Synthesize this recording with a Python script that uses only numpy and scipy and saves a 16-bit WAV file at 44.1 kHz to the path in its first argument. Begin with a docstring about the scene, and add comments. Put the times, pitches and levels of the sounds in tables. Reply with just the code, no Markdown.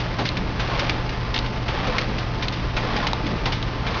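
"""A laser printer in a small room, one microphone close above its top tray.
Motor, fan and gears run from the start and never stop. A sheet is already on its way out: it rustles,
flops on the pile and its edge flicks free, while something knocks inside the casing. At 0.6 s a clutch
clacks in and the rollers drag the next sheet along, now and then squeaking; 0.3 s later a latch snaps
shut. That sheet rustles out in turn, and a new page starts about every 1.08 s."""
import sys
import numpy as np
from scipy import signal
from scipy.fft import rfft, irfft, next_fast_len
from scipy.io import wavfile

SR = 44100
rng = np.random.default_rng(int(sys.argv[2]) if len(sys.argv) > 2 else 0)


def transcribe(signal):
    """Save signal, clipped to [-1, 1], as a 16-bit WAV file at the path in sys.argv[1]."""
    frames = np.atleast_2d(signal).T
    limited = np.clip(frames, -1, 1)
    pcm = np.round(limited * 32767).astype(np.int16)
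    wavfile.write(sys.argv[1], SR, pcm)


N = 176400
T = np.arange(N) / SR


def from_db(db):
    """Decibels to gain."""
    return 10 ** (np.asarray(db) / 20)


def rms_one(x):
    """Scale to unit rms."""
    return x / np.sqrt(np.mean(x ** 2) + 1e-20)


def drift(rate_hz):
    """A smooth random wander of rms 1, mostly slower than rate_hz."""
    step, settle = 40, 2000
    pole = np.exp(-2 * np.pi * rate_hz * step / SR)
    noise = rng.standard_normal(N // step + settle + 2)
    slow = signal.lfilter([1], [1, -2 * pole, pole * pole], noise)[settle:]
    return np.interp(np.arange(N) / step, np.arange(len(slow)), rms_one(slow))


def colour(x, points):
    """Causal filter of unit power gain following (f/Hz, level/dB), falling 20 dB an octave outside."""
    size = next_fast_len(N + SR // 2)
    hz, db = np.transpose(points)
    f = np.maximum(np.fft.rfftfreq(size, 1 / SR), 1)
    octaves_outside = np.maximum(np.log2(f / hz[-1]), 0) + np.maximum(np.log2(hz[0] / f), 0)
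    gain = rms_one(from_db(np.interp(np.log(f), np.log(hz), db) - 20 * octaves_outside))
    # minimum phase: nothing sounds ahead of a hit
    cepstrum = irfft(np.log(gain), size)
    cepstrum[1:size // 2] *= 2
    cepstrum[size // 2 + 1:] = 0
    return irfft(rfft(x, size) * np.exp(rfft(cepstrum)), size)[:N]


def resonance(x, hz, width_hz):
    """One resonance with gain 1 at its peak."""
    r = np.exp(-np.pi * width_hz / SR)
    gain = (1 - r * r) / 2
    return signal.lfilter([gain, 0, -gain], [1, -2 * r * np.cos(2 * np.pi * hz / SR), r * r], x + 1e-18)


def body(x, modes, sign=-1):
    """Parallel modes (f/Hz, width/Hz, level/dB) of about unit power gain, mode k weighted by sign**k."""
    power = sum(from_db(db) ** 2 * np.pi * width / SR for _, width, db in modes)
    ring = sum(sign ** k * from_db(db) * resonance(x, hz, width)
               for k, (hz, width, db) in enumerate(modes))
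    return ring / np.sqrt(power)


def hiss():
    """White noise of even strength."""
    return rng.choice([-1., 1.], N)


def grains(per_s, spread_db):
    """Random clicks of uneven size, rms 1."""
    sizes = from_db(spread_db * np.minimum(rng.exponential(1, N), 4)) * rng.choice([-1, 1], N)
    return rms_one(sizes * (rng.random(N) < per_s / SR))


def taps(rows):
    """Single contacts (t/s, level/dB); the level is that over one millisecond."""
    out = np.zeros(N)
    for s, db in rows:
        out[int(s * SR)] += from_db(db) * np.sqrt(SR / 1000)
    return out


def burst(s, db, rise, t60):
    """Envelope starting at s with a straight rise and an exponential fall; times in seconds."""
    age = T - s
    fall_db = np.clip(60 * (age - rise) / t60, 0, 200)
    return from_db(db - fall_db) * np.clip(age / rise, 0, 1)


def tones(lines, waver_db, wander):
    """Sines that waver in level and share the motor's small changes of speed."""
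    motor_time = np.cumsum(1 + wander * drift(3.56)) / SR
    return sum(np.sqrt(2) * from_db(db + waver_db * drift(4))
               * np.sin(2 * np.pi * (hz * motor_time + rng.random())) for hz, db in lines)


def glides(rows, rise, t60, jitter_hz, rough_db, rate_hz):
    """Short sliding tones, unsteady in pitch and strength."""
    jitter, out = jitter_hz * drift(rate_hz), 0
    for s, hz, hz_per_s, db in rows:
        pitch = hz + hz_per_s * np.clip(T - s, 0, t60 / 2) + jitter
        phase = 2 * np.pi * (np.cumsum(pitch) / SR + rng.random())
        out = out + burst(s, db, rise, t60) * np.sin(phase)
    return np.sqrt(2) * out * from_db(rough_db * drift(rate_hz))


# motor hum and gear whine: f/Hz, rms level/dB
MOTOR_HUM = [(43.1, -36.5), (120, -31.5), (171.8, -41)]
GEAR_WHINE = [(700, -52.5), (877, -46), (1034, -48), (1158, -51.5), (1226, -50), (1751, -55.5), (5846, -65)]
# rush of the fan and gear train: f/Hz, relative level/dB
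RUSH_COLOUR = [(12, -30.5), (20, -4.5), (53, -4), (91, -9), (289, -15), (450, -18), (1200, -22.5),
               (1650, -25.5), (5090, -35.5), (7000, -53), (9100, -98)]

def drive():
    """The steady bed: fan rush, the fine ticking of the gear train, motor hum and gear whine."""
    rush = from_db(-27.5 + 1.06 * drift(33)) * hiss()
    ticks = from_db(-41.5) * colour(grains(per_s=450, spread_db=0.8), RUSTLE_COLOUR)
    hum = tones(MOTOR_HUM, waver_db=1.3, wander=0.0019)
    whine = tones(GEAR_WHINE, waver_db=3, wander=0.00206)
    return colour(rush, RUSH_COLOUR) + ticks + hum + whine


# strength of the drag on one sheet: t/s from its pick-up, level/dB
DRAG_ENVELOPE = [(-.03, -48), (0.011, -37.5), (0.07, -30.5), (0.121, -30), (0.269, -28.5), (.37, -35.5),
                 (0.464, -44), (0.552, -34)]
# its scrape: f/Hz, relative level/dB
DRAG_COLOUR = [(100, -16.5), (200, 1), (450, -5), (1100, -3.5), (1600, -5.5), (2300, -7.5), (3500, -11.5),
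               (5200, -17), (7000, -33)]

def rollers(first_pick_s=0.6, page_s=1.0834):
    """Once a page, the dragged sheet scrapes along and rattles loose parts."""
    after_s, db = np.transpose(DRAG_ENVELOPE)
    level = sum(from_db(np.interp(T - first_pick_s - page * page_s, after_s, db, -120, -120))
                for page in range(-1, 4))  # page -1 is the sheet already on its way
    scrape = colour(grains(per_s=1400, spread_db=2), DRAG_COLOUR)
    return level * (scrape + from_db(-4.5) * rattle())


def rattle(parts=14, low_hz=447, high_hz=1205):
    """Random contacts, each ringing one loose part at its own pitch; rms 1."""
    contacts = grains(per_s=180, spread_db=2)
    struck = rng.integers(0, parts, N)
    pitches = np.geomspace(low_hz, high_hz, parts)
    return rms_one(sum(resonance(contacts * (struck == k), hz, width_hz=50)
                       for k, hz in enumerate(pitches)))


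# paper rubbing and slapping in the tray, just below the microphone: t/s, level/dB, t60/s
RUSTLES = [(0, -26.5, 0.088), (0.251, -24, 0.15), (0.367, -26, 0.07), (0.597, -30.5, 0.11),
           (0.791, -20, 0.077), (1.09, -29.5, 0.054), (1.339, -24.5, 0.095), (1.359, -23.5, 0.048),
           (1.459, -31, 0.072), (2.011, -27, 0.06), (2.181, -29.5, 0.14), (2.422, -25.5, 0.14),
           (2.521, -29.5, 0.18), (2.963, -25, 0.063), (3.264, -29.5, 0.067), (3.454, -22, 0.08),
           (3.519, -27, 0.21)]
# the rustle's spectrum, shared by the gear ticks: f/Hz, relative level/dB
RUSTLE_COLOUR = [(300, -9), (1000, -5.5), (2000, 7), (3300, 2), (5500, -4), (7000, -21)]
# resonances of the tray: f/Hz, width/Hz, relative level/dB
TRAY_MODES = [(2880, 360, -3.5), (3600, 140, 2.5), (4580, 710, -5.5)]

def paper():
    """The sheet rustles in fine grains and its rubbing rings the tray."""
    rubbing = sum(burst(s, db, rise=0.003, t60=t60) for s, db, t60 in RUSTLES)
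    rustle = colour(grains(per_s=3000, spread_db=2) * rubbing, RUSTLE_COLOUR)
    return rustle + from_db(-4) * body(hiss() * rubbing, TRAY_MODES)


# loose knocks of the mechanism: t/s, level/dB, t60/s
KNOCKS = [(0.184, -20.5, 0.3), (1.869, -23, 0.094), (3.456, -22, 0.24)]
# their spectrum: f/Hz, relative level/dB
KNOCK_COLOUR = [(100, 1.5), (1000, -2), (2200, -12), (4000, -12.5), (7000, -28)]

def knocks():
    """The loose mechanism knocks dully inside the casing."""
    level = sum(burst(s, db, rise=0.0034, t60=t60) for s, db, t60 in KNOCKS)
    return colour(hiss() * level, KNOCK_COLOUR)


# the sheet flopping on the pile: t/s, f/Hz, glide/(Hz/s), level/dB
FLOPS = [(0.186, 235, 295, -30), (0.305, 215, -300, -33), (0.368, 165, 701, -27), (1.485, 215, 298, -30.5),
         (1.855, 290, -500, -32), (2.07, 225, -700, -29.5), (2.945, 190, 698, -30.5),
         (3.228, 310, -1200, -29.5), (3.299, 200, -1200, -28.5)]
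# its flutter: f/Hz, relative level/dB
FLOP_COLOUR = [(60, -20.5), (140, -3), (215, 3), (520, -10.5), (1500, -36)]

def flops(t60=0.33):
    """Soft thumps: a dull flutter, and a low tone that slides as the sheet bends."""
    level = sum(burst(s, db - 1, rise=0.025, t60=t60) for s, _, _, db in FLOPS)
    flutter = colour(hiss() * level, FLOP_COLOUR)
    return flutter + glides(FLOPS, rise=0.014, t60=t60, jitter_hz=12, rough_db=2, rate_hz=47.6)


# the sheet's edge flicking free: t/s, snap level/dB, pop level/dB, ring f/Hz, ring level/dB
FLICKS = [(0.2895, -21.5, -30, 3900, -17), (1.3630, -25.5, -28, 3000, -19), (1.378, -22, -34, 3500, -24),
          (1.389, -20.5, -26, 4150, -19.5), (2.4834, -19, -24, 3670, -22),
          (3.1325, -24, -12.5, 3600, -16.5), (3.627, -24, -36, 3600, -30)]
# its snap and buzz: f/Hz, relative level/dB
FLICK_COLOUR = [(500, -19.5), (2700, 1), (4200, 4), (5300, -11.5), (7000, -18.5)]
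# the plastic lip that it strikes: multiple of the ring frequency, width/Hz, relative level/dB
LIP_MODES = [(1.0, 230, -1), (1.13, 300, -1.5), (1.24, 318, -3)]

def flicks(pop_hz=895, pop_width_hz=190):
    """The edge snaps free, buzzes for an instant, pops the sheet and rings the plastic lip."""
    snap = taps([(s, db) for s, db, *_ in FLICKS])
    buzz = hiss() * sum(burst(s, db - 1.5, rise=0.0011, t60=0.022) for s, db, *_ in FLICKS)
    pop = body(taps([(s, db) for s, _, db, *_ in FLICKS]), [(pop_hz, pop_width_hz, 0)])
    rings = 0
    for s, _, _, hz, ring_db in FLICKS:
        modes = [(hz * ratio, width, db) for ratio, width, db in LIP_MODES]
        rings = rings + body(taps([(s, ring_db)]), modes)
    return colour(snap + buzz, FLICK_COLOUR) + pop + rings


# the pick-up clutch engaging: t/s, level/dB
CLUTCH_CLACKS = [(0.594, -23.5), (1.68, -23.5), (2.765, -20.5), (3.864, -24.5)]
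# its spectrum: f/Hz, relative level/dB
CLUTCH_COLOUR = [(150, -15.5), (500, -3), (900, 0.5), (3000, -1.5), (7000, -21)]

def clutch():
    """A short clatter of plastic teeth starts each page."""
    level = sum(burst(s, db, rise=0.0022, t60=0.16) for s, db in CLUTCH_CLACKS)
    return colour(hiss() * level, CLUTCH_COLOUR)


# squeaks of the dragged sheet: t/s, f/Hz, glide/(Hz/s), level/dB
SQUEAKS = [(0.703, 1075, -300, -29), (1.876, 477.5, 800, -26.5), (1.932, 892, 4199, -30),
           (2.892, 1110, -700, -34), (2.958, 832, -300, -29), (3.02, 1030, 800, -31)]

def squeaks():
    """Now and then the drag turns briefly into a rough tone."""
    return glides(SQUEAKS, rise=0.017, t60=0.14, jitter_hz=21.7, rough_db=4, rate_hz=90)


# latch snaps and one bounce: t/s, crack level/dB, ring level/dB, chatter level/dB, pitch ratio
LATCH_SNAPS = [(0.8958, -21, -12.5, -21, 1.035), (1.9836, -19.5, -12.5, -24, 0.975),
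               (1.9880, -30, -18, -35, 1.07), (3.0688, -20, -23.5, -17, 0.9)]
# the latch's ring: f/Hz at pitch ratio 1, relative level/dB, t60/s
LATCH_MODES = [(1490, -13, .03), (1955, -8.5, 0.017), (2213, 6.5, 0.045), (2930, -10.5, .018),
               (3540, -6.5, 0.031), (4370, -8.5, 0.011)]
# its crack and chatter: f/Hz, relative level/dB
LATCH_COLOUR = [(200, -13), (900, -5.5), (2600, 3.5), (5000, -3.5), (7000, -18)]

def latch():
    """The latch shuts with a hard crack, a short chatter and a ring that varies from snap to snap."""
    crack = taps([(s, db) for s, db, *_ in LATCH_SNAPS])
    chatter = hiss() * sum(burst(s, db, rise=0.0025, t60=0.033) for s, _, _, db, _ in LATCH_SNAPS)
    rings = 0
    for s, _, ring_db, _, pitch in LATCH_SNAPS:
        modes = [(pitch * hz, np.log(1000) / (np.pi * t60), db) for hz, db, t60 in LATCH_MODES]
        rings = rings + body(taps([(s, ring_db)]), modes, sign=0.98)
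    return colour(crack + chatter, LATCH_COLOUR) + rings


def room(x, t60=0.14):
    """The small room's diffuse tail, reaching the microphone 3 ms behind the direct sound."""
    age = T[:SR // 2]
    tail = rng.standard_normal(len(age)) * from_db(-60 * age / t60) * (age > .003)
    return signal.fftconvolve(x, tail / np.sqrt(np.sum(tail ** 2)))[:N]


def scene():
    """Mono, from close above: the drive and the flicks dry, the page cycle with a little room."""
    cycle = rollers() + squeaks() + clutch() + latch() + knocks() + paper() + flops()
    return (drive() + cycle + flicks() + from_db(-12.5) * room(cycle))[None]


def record(dry):
    """A narrow-band recorder: the treble rounds off above 6.2 kHz and is 60 dB down by 7.6 kHz."""
    soft = signal.sosfilt(signal.butter(6, 6200, fs=SR, output="sos"), dry)
    return signal.sosfilt(signal.cheby2(14, 60, 7600, fs=SR, output="sos"), soft)


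dry = scene()
out = record(dry)
transcribe(out)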